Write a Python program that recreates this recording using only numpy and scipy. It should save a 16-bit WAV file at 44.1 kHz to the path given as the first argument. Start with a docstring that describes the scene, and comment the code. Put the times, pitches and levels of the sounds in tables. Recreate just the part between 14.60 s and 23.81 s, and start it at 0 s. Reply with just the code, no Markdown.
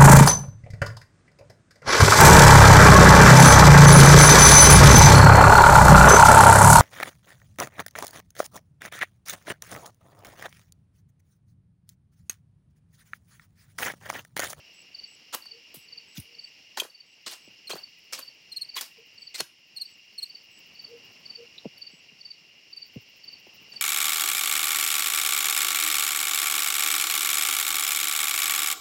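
"""Night outdoors, a chorus of far insects over low air noise throughout: noise in flickering bands.
Small high trills and a field cricket chirping in threes (near-sine strokes) begin; a katydid hisses in puffs.
Soon a metal tool scuffs dry ground (grit clicks), a far animal hoots (arched tones), dull thumps fall
(sinking sines) and the blade clinks on stone (ringing modes). From 3 s to 5.7 s a nearer cricket joins now
and then, with overtones and rasp; scuffs pause after 5 s and return faintly near the end."""
import sys
import numpy as np
from scipy import signal
from scipy.fft import rfft, irfft
from scipy.io import wavfile
from scipy.ndimage import uniform_filter1d

SR = 44100
rng = np.random.default_rng(int(sys.argv[2]) if len(sys.argv) > 2 else 0)


def put_to_file(sound):
    """Save the sound as 16-bit audio at rate SR, in the file named by the first command-line argument."""
    columns = np.atleast_2d(sound).T  # one column per channel
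    safe = np.clip(columns, -1, 1)
    whole_steps = np.round(safe * 32767)
    wavfile.write(sys.argv[1], SR, whole_steps.astype(np.int16))


N = 406161

# Swell of far chorus and night air: time_s, chorus_db, air_db
NIGHT_LEVELS = [(0, -54.5, -67.5), (2.5, -55, -69), (5.7, -55.5, -69.5), (6.5, -53, -62.5),
                (7.9, -56.5, -70.5), (9.21, -52.5, -63)]
# Chorus spectrum, relative: frequency_hz, density_db
CHORUS_SPECTRUM = [(1300, -58), (1700, -25.5), (2020, -13), (2650, -5), (2810, 3.5), (2970, -6),
                   (3600, -20.5), (5330, -7.5), (5750, -12), (6200, -23.5), (7500, -27.5), (8100, -37.5),
                   (12400, -38), (16000, -33)]
# Air noise spectrum, relative: frequency_hz, density_db
AIR_SPECTRUM = [(30, -48), (70, -5), (157, 1), (455, -2.5), (1220, -9), (1700, -9.5), (2300, -30.5)]
# Katydid level curve: time_s, level_db
KATYDID_LEVELS = [(0, -76), (1, -87), (3, -73), (5, -71.5), (6.3, -66), (7.6, -89), (8.3, -65.5),
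                  (9.2, -64)]
# Katydid singing bouts, each at its own rasp rate: from_s, rasp_rate_hz
KATYDID_RASP_RATES = [(-.047, 13.3), (3.969, 13.08), (6.186, 13.19)]
# Small high cricket, one trill a row: start_s, level_db
HIGH_TRILLS = [(0.141, -59.5), (0.474, -57), (1.173, -62.5), (1.471, -62), (1.812, -68), (2.463, -67),
               (2.805, -66.5), (4.585, -67), (5.262, -63.5), (5.59, -63), (5.913, -61.5), (7.315, -64.5)]
# Far hoots: start_s, length_s, level_db
FAR_HOOTS = [(0.899, 0.11, -56.5), (1.199, 0.3, -66.5), (1.62, 0.21, -65.5), (4.376, 0.048, -48),
             (6.275, 0.12, -46), (6.771, 0.082, -44.5)]
# Field cricket, three wing strokes a row: middle_s (12 ms before that stroke ends), gap_s, level_db,
# first_under_db (first stroke below the middle one)
FIELD_CHIRPS = [(0.39, 0.049, -34.5, 1), (.864, 0.049, -36.5, 6), (1.327, 0.05, -37.5, 6.5),
                (1.7904, 0.051, -36, 7.5), (2.348, 0.055, -38.5, 1.5), (3.183, 0.052, -37, 1),
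                (3.628, .0515, -37.5, 1), (4.092, 0.051, -35.5, 2.5), (4.622, 0.049, -38.5, 4),
                (5.2032, 0.052, -36.5, 18), (5.7004, 0.049, -37.5, -0.5), (6.195, 0.049, -36.5, 7.5),
                (6.702, .051, -35, 1), (7.219, 0.05, -36, 6.5), (7.656, 0.052, -34.5, 4.5),
                (8.173, 0.049, -34, 0.5), (8.6822, 0.05, -34.5, 5), (9.164, 0.049, -34, 3)]
FIRST_GAP_SHARE, LAST_STROKE_DB = 0.91, 0.4   # shorter first gap, slightly louder last stroke
# Near cricket strokes: start_s, level_db, length_s, slip (strength, 0-1)
NEAR_WING_STROKES = [(3.070, -35, 0.019, 0.2), (3.114, -33.5, 0.019, 0.5), (3.915, -34, 0.022, 0.46),
                     (3.961, -29, 0.024, 0.53), (4.01, -28, 0.026, 0.28), (4.745, -34, .023, 0.6),
                     (4.79, -27.5, 0.027, 0.45), (5.162, -29.5, 0.025, 0.13), (5.209, -27.5, 0.025, 0.6),
                     (5.578, -30, 0.023, 0.05), (5.621, -28.5, 0.026, .6)]
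NEAR_HZ, NEAR_HZ_PER_DB = 4314, 11.5   # base pitch at -28 dB; stronger strokes are higher
SLIP_AFTER_S, SLIP_WIDTH_S = 0.0104, 0.0018   # slip time into the stroke, width
SLIP_DIP_SHARE, SLIP_RASP_DB = 0.067, -18.5   # pitch dip at full slip, rasp relative to the stroke
# Ground thumps: start_s, level_db, pitch_hz (scale of the sinking pitch)
GROUND_THUMPS = [(1.143, -45.5, 402), (1.167, -49, 157), (1.578, -33, 126), (2.219, -27.5, 565),
                 (2.249, -35.5, 535), (2.876, -46, 270), (3.102, -33, 545), (3.133, -31, 560),
                 (3.14, -44.5, 200), (3.156, -36, 493), (4.803, -25.5, 510), (4.81, -36.5, 221),
                 (7.047, -45, 477), (7.055, -27.5, 240), (7.333, -51, 180), (7.520, -52.5, 206),
                 (8.36, -28.5, 173), (8.868, -47, 388), (9.013, -52.5, 192)]
# Blade meets a stone: time_s, level_db, pitch_factor (set by the grip), ring_factor (on mode t60)
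STONE_CLINKS = [(1.57, -45.5, 1.05, 0.65), (2.199, -26.5, 0.97, 0.73), (3.107, -38.5, 0.98, .9),
                (4.176, -36, 1.02, 1.2), (4.207, -43, 1.014, .9), (6.981, -41, 1.17, .35)]
# Blade modes before the grip factors: frequency_hz, level_db, t60_s
BLADE_MODES = [(2550, -1, 0.014), (3290, 8.5, 0.029), (3447, 0.5, 0.02)]
# Tool pushed into dry soil, then dragged: start_s, level_db, treble_db and body_db (over level_db),
# drag_after_s, drag_under_db (below the push)
SOIL_SCUFFS = [(0.725, -42.5, -5, -2.5, 0.022, 21), (1.141, -51, 5, -14, 0.035, 34),
               (1.549, -52, -1, -14, 0.014, -2.5), (2.17, -34, -7.5, -2, 0.059, 10),
               (2.662, -33.5, -12, -8.5, 0.054, 8.5), (3.094, -37, -8, -2.5, 0.055, 9.5),
               (3.525, -34.5, -9, -9, 0.049, 8.5), (4.163, -32.5, -9, -12, 0.053, 8),
               (4.742, -35, -13.5, -15, 0.036, 5.5), (9.127, -56, -11, -5, .04, 28)]
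# Pebbles and twigs snap: start_s, level_db, treble_db and body_db (over level_db)
PEBBLE_SNAPS = [(0.739, -37, -2, -4), (0.745, -34, 1, 0.5), (.854, -56.5, -7, 1), (1.597, -49, 8.5, -24),
                (2.198, -26.5, -4.5, -14), (2.231, -55, 2, -10), (2.667, -36, -7, 0), (2.71, -41, -7, -10),
                (3.386, -77, 11, -8), (3.588, -45, 3.5, 2), (4.155, -45, -2, -9), (4.209, -29, -3.5, -12),
                (4.802, -27, -5.5, -5), (7.179, -67, 10.5, -19), (8.161, -64, 1, -17)]
# Grit click spectrum, relative: frequency_hz, density_db
GRIT_SPECTRUM = [(150, -13), (530, -7.5), (1500, -4), (3300, 0), (5200, -0.5), (7000, -4.5), (12000, -9),
                 (16000, -10)]
PUSH_SWELL_S, PUSH_T60_S, DRAG_T60_S = 0.0067, 0.13, 0.13
DRAG_TREBLE_DB, DRAG_BODY_DB = 3.5, 2.5   # added to the push's treble_db and body_db
SNAP_SWELL_S, SNAP_T60_S = 0.0015, 0.035
CUTOFF_HZ = 16240


def amp(db):
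    """Decibels to gain."""
    return 10 ** (np.asarray(db) / 20)


def rms_one(x):
    """Scale to rms 1."""
    return x / np.sqrt(np.mean(x ** 2) + 1e-20)


def in_time(rows):
    """Interpolate the columns of a curve table to one value a sample."""
    time_s, *columns = np.transpose(rows)
    return [np.interp(np.arange(N) / SR, time_s, column) for column in columns]


def add(out, start_s, sound):
    """Mix a sound in at a time."""
    i = max(round(start_s * SR), 0)
    out[i:i + len(sound)] += sound[:max(N - i, 0)]


def coloured(x, spectrum):
    """Shape a sound to a spectrum, interpolated over log frequency."""
    hz, db = np.transpose(spectrum)
    grid_hz = np.maximum(np.arange(N // 2 + 1) * SR / N, 1)
    gain = amp(np.interp(np.log(grid_hz), np.log(hz), db))
    return irfft(rfft(x) * gain, N)


def band(x, low_hz, high_hz):
    """Band-pass."""
    edges_hz = [low_hz, min(high_hz, 0.45 * SR)]
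    return signal.sosfilt(signal.butter(2, edges_hz, "band", fs=SR, output="sos"), x)


def drift(rate_hz):
    """Low-passed noise, mean 0, rms 1."""
    r = np.exp(-2 * np.pi * rate_hz / SR)
    slow = signal.lfilter([1], [1, -2 * r, r * r], rng.standard_normal(N + SR))[SR:]
    return rms_one(slow - slow.mean())


def scatter(x, t60_s):
    """Diffuse tail from plants and walls: convolution with decaying noise."""
    t = np.arange(round(t60_s * SR)) / SR
    tail = rng.standard_normal(len(t)) * amp(-60 * t / t60_s) * np.minimum(t / 0.0078, 1)
    return signal.fftconvolve(x, tail / np.sqrt(np.sum(tail ** 2)))[:N]


def ring(x, hz, t60_s):
    """Two-pole resonator: a unit click starts a decaying sine of height about 1."""
    r, w = amp(-60 / (t60_s * SR)), 2 * np.pi * hz / SR
    return signal.lfilter([0, np.sin(w)], [1, -2 * r * np.cos(w), r * r], x + 1e-18)


def stroke(hz, length_s, fall, skew, overtones_db, slip_s=0, slip=0):
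    """File over scraper: a near sine falls in pitch as the wing closes; a slip jolts it and dips the pitch."""
    u = np.arange(round(length_s * SR)) / (length_s * SR)
    late = (u * length_s - slip_s) / SLIP_WIDTH_S
    jolt = slip * np.exp(-late ** 2)
    pitch_hz = hz * (1 + fall * (0.5 - u ** 1.26) - SLIP_DIP_SHARE * jolt)
    phase = 2 * np.pi * np.cumsum(pitch_hz) / SR + rng.uniform(0, 2 * np.pi)
    wave = np.sin(phase)
    for harmonic, db in enumerate(overtones_db, start=2):
        wave = wave + amp(db) * np.sin(harmonic * phase)
    jolt_gain = 1 + 0.7 * jolt - 0.4 * slip * np.exp(-(late - 1.5) ** 2)   # surge, then sag
    return wave * jolt_gain * np.sin(np.pi * u ** skew) ** 0.7


def night():
    """Many far crickets blur into flickering bands; low air noise lies below."""
    chorus_db, air_db = in_time(NIGHT_LEVELS)
    choir = coloured(rng.standard_normal(N), CHORUS_SPECTRUM)
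    choir = choir / np.std(band(choir, 1820, 4530))
    low = band(choir, 1330, 3590)
    high = choir - band(choir, 1580, 3520)
    choir = low * amp(1.17 * drift(32)) + high * amp(0.64 * drift(22))
    air = rms_one(coloured(rng.standard_normal(N), AIR_SPECTRUM)) * amp(1.9 * drift(31))
    return amp(chorus_db) * choir + amp(air_db) * air


def katydid():
    """A dry hiss at the very top, one puff per rasp, unevenly loud."""
    t = np.arange(N) / SR
    from_s, rate_hz = np.transpose(KATYDID_RASP_RATES)
    row = np.searchsorted(from_s, t) - 1
    cycles = rate_hz[row] * (t - from_s[row])
    puffs = (0.5 - 0.5 * np.cos(2 * np.pi * cycles)) ** 2.5
    hiss = rms_one(band(band(rng.standard_normal(N), 14000, 16500), 13400, 17500))
    uneven_db = 3.0 * drift(8)
    return amp(in_time(KATYDID_LEVELS)[0] + uneven_db) * puffs * hiss


def trills():
    """Seven short pure pulses, 12.1 ms apart, uneven but on average growing louder."""
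    out = np.zeros(N)
    for start_s, level_db in HIGH_TRILLS:
        for k in range(7):
            pulse_db = level_db + 1.0 * (k - 0.5) + 2.0 * rng.normal()
            add(out, start_s + 0.0121 * k, amp(pulse_db) * stroke(7800, 0.0097, 0.017, 1.0, []))
    return out


def hoots():
    """Soft, husky tones arched in pitch and level, trailing off over the distance."""
    out, wobble = np.zeros(N), 1 + 0.028 * drift(40)
    for start_s, length_s, level_db in FAR_HOOTS:
        u = np.arange(round(length_s * SR)) / (length_s * SR)
        arch = np.sin(np.pi * u)
        hz = 462 * (1 + 0.049 * (arch - 0.6)) * wobble[round(start_s * SR):][:len(u)]
        add(out, start_s, amp(level_db) * arch * np.sin(2 * np.pi * np.cumsum(hz) / SR))
    out = out * amp(3.5 * drift(35))   # the voice wavers
    return amp(-2) * out + amp(-13) * scatter(out, 0.25)


def field_cricket():
    """Three strokes a chirp, from a few metres off; weaker ones are a little lower; grass smears their ends."""
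    out = np.zeros(N)
    for middle_s, gap_s, level_db, first_under_db in FIELD_CHIRPS:
        strokes = [(middle_s - FIRST_GAP_SHARE * gap_s, level_db - first_under_db, 0.015),
                   (middle_s, level_db, 0.021),
                   (middle_s + gap_s, level_db + LAST_STROKE_DB, 0.019)]
        for s, db, length_s in strokes:
            sound = stroke(4597 + 5.2 * (db + 32), length_s, 0.039, 1.9, [])
            add(out, s + 0.012 - length_s, amp(db) * sound)
    out = out * amp(1.6 * drift(110))   # the file catches unevenly
    return out + amp(-10.5) * scatter(out * amp(4.0 * drift(250)), 0.2)


def near_cricket():
    """Longer strokes with overtones, uneven, with a broad noise rasp where the wing slips."""
    out, rasp, puff = np.zeros(N), np.zeros(N), np.hanning(round(0.011 * SR))
    for start_s, level_db, length_s, slip in NEAR_WING_STROKES:
        slip = np.clip(slip, 0, 1)
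        hz = NEAR_HZ + NEAR_HZ_PER_DB * (level_db + 28)
        sound = stroke(hz, length_s, 0.075, 1.13, [-15, -27], SLIP_AFTER_S, slip)
        add(out, start_s, amp(level_db) * sound)
        rasp_puff = amp(level_db + SLIP_RASP_DB) * (0.3 + slip) * puff
        add(rasp, start_s + SLIP_AFTER_S - 0.004, rasp_puff)
    out = out * amp(1.8 * drift(150))   # the file catches unevenly
    white = rng.standard_normal(N)
    top = rms_one(band(band(white, 10900, 14000), 10000, 13500))
    rasp = rasp * (top + amp(-1) * rms_one(band(white, 5300, 16500)))
    return out + rasp + amp(-9.5) * scatter(rasp, 0.077)


def thumps():
    """A soft blow runs through the ground, high waves first, so pitch sinks; dull noise roughens it."""
    out, t = np.zeros(N), np.arange(SR // 4) / SR
    for start_s, level_db, hz in GROUND_THUMPS:
        age = t / (0.012 + 6.2 / hz)   # low thumps last longer
        attack = np.sin(np.pi / 2 * np.minimum(t * hz / 0.45, 1)) ** 2
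        shape = attack * (amp(-60 * age ** 1.6) + amp(-19 - 22 * age))
        sinking_hz = hz * (0.5 + 0.62 * np.exp(-t * hz / 3.18) + 1.22 * np.exp(-t * hz / 0.54))
        wave = np.sin(2 * np.pi * np.cumsum(sinking_hz) / SR)
        noise = band(rng.standard_normal(len(t)), 0.5 * hz, 2.12 * hz)
        puff = rms_one(band(noise, 0.27 * hz, 2.86 * hz))
        add(out, start_s, amp(level_db) * shape / shape.max() * (wave + 0.38 * puff))
    return signal.sosfilt(signal.butter(4, 60, "high", fs=SR, output="sos"), out)


def clinks():
    """A scratch of a few milliseconds rings the blade, each mode with fresh noise."""
    out, burst = np.zeros(N), np.hanning(round(0.0083 * SR)) ** 0.18
    for time_s, level_db, pitch_factor, ring_factor in STONE_CLINKS:
        for mode_hz, mode_db, t60_s in BLADE_MODES:
            hz = mode_hz * pitch_factor
            scratch = np.pad(burst * rng.standard_normal(len(burst)), (0, SR // 10))
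            note = ring(band(scratch, 0.8 * hz, 1.25 * hz), hz, t60_s * ring_factor)
            add(out, time_s - 0.002, amp(level_db + mode_db) * note / np.max(np.abs(note)))
    return out + amp(-12) * scatter(out, 0.12)


def scuff_levels():
    """Power of body, middle and treble grit: pushes and drags swell, hold and die; snaps are short."""
    moves = []
    for s, db, treble_db, body_db, drag_after_s, drag_under_db in SOIL_SCUFFS:
        start_s = s - PUSH_SWELL_S / 2
        moves.append((start_s, db, treble_db, body_db, PUSH_SWELL_S, PUSH_T60_S))
        moves.append((start_s + drag_after_s, db - drag_under_db, treble_db + DRAG_TREBLE_DB,
                      body_db + DRAG_BODY_DB, PUSH_SWELL_S, DRAG_T60_S))
    moves += [(*row, SNAP_SWELL_S, SNAP_T60_S) for row in PEBBLE_SNAPS]
    powers, t = np.zeros((3, N)), np.arange(SR // 3) / SR
    for start_s, db, treble_db, body_db, swell_s, t60_s in moves:
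        fade_s = np.maximum(t - swell_s - 0.088 * t60_s, 0)
        shape = np.minimum(t / swell_s, 1) ** 2 * amp(-60 * fade_s / t60_s)
        for power, part_db in zip(powers, (body_db, 0, treble_db)):
            add(power, start_s, (amp(db + part_db) * shape) ** 2)
    return powers


def scuffs():
    """Dense random grit clicks, split into patchy bands, sound under each push, drag and snap."""
    powers = scuff_levels()
    hits = rng.random(N) < 6000 / SR   # 6000 clicks/s
    clicks = hits * amp(3.5 * np.minimum(rng.exponential(1, N), 3.2)) * rng.choice([-1, 1], N)
    grit = coloured(clicks, GRIT_SPECTRUM) * amp(2.0 * drift(105))
    edges_hz = np.geomspace(200, 19000, num=25)
    patches = []
    for k, (low_hz, high_hz) in enumerate(zip(edges_hz, edges_hz[1:])):
        patchy = amp(3.5 * drift(29))   # each band swells and fades at random
        patches.append(band(grit, low_hz, high_hz) * patchy * (-1) ** k)
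    # body below 1.9 kHz, treble above 8.9 kHz
    parts = [rms_one(sum(group)) for group in (patches[:12], patches[12:20], patches[20:])]
    return np.sum(np.sqrt(powers) * parts, axis=0)


def scene():
    """All sources, one channel; ground and near cricket share a diffuse tail."""
    singer, ground = near_cricket(), scuffs()
    tail = amp(-11) * scatter(ground + 0.5 * singer, 0.24)
    background = night() + katydid() + trills() + hoots()
    return (background + field_cricket() + singer + thumps() + clinks() + ground + tail)[None]


def record(dry):
    """Gain control ducks at loud sounds and creeps back; small-microphone bass cut; steep top cut."""
    level_db = 10 * np.log10(uniform_filter1d(dry[0] ** 2, size=882) + 1e-12)   # 20 ms window
    duck_db = 0.78 * np.maximum(level_db + 32.5, 0)
    creep_db = 9.7 * np.arange(N) / SR   # recovers 9.7 dB/s
    duck_db = np.maximum.accumulate(duck_db + creep_db) - creep_db
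    r = np.exp(-1 / (0.024 * SR))   # 24 ms smoothing
    out = dry * amp(-signal.lfilter([1 - r], [1, -r], duck_db))
    out = signal.sosfilt(signal.butter(2, 34, "high", fs=SR, output="sos"), out)
    return signal.sosfilt(signal.cheby2(24, 60, CUTOFF_HZ, fs=SR, output="sos"), out)


dry = scene()
out = record(dry)
put_to_file(out)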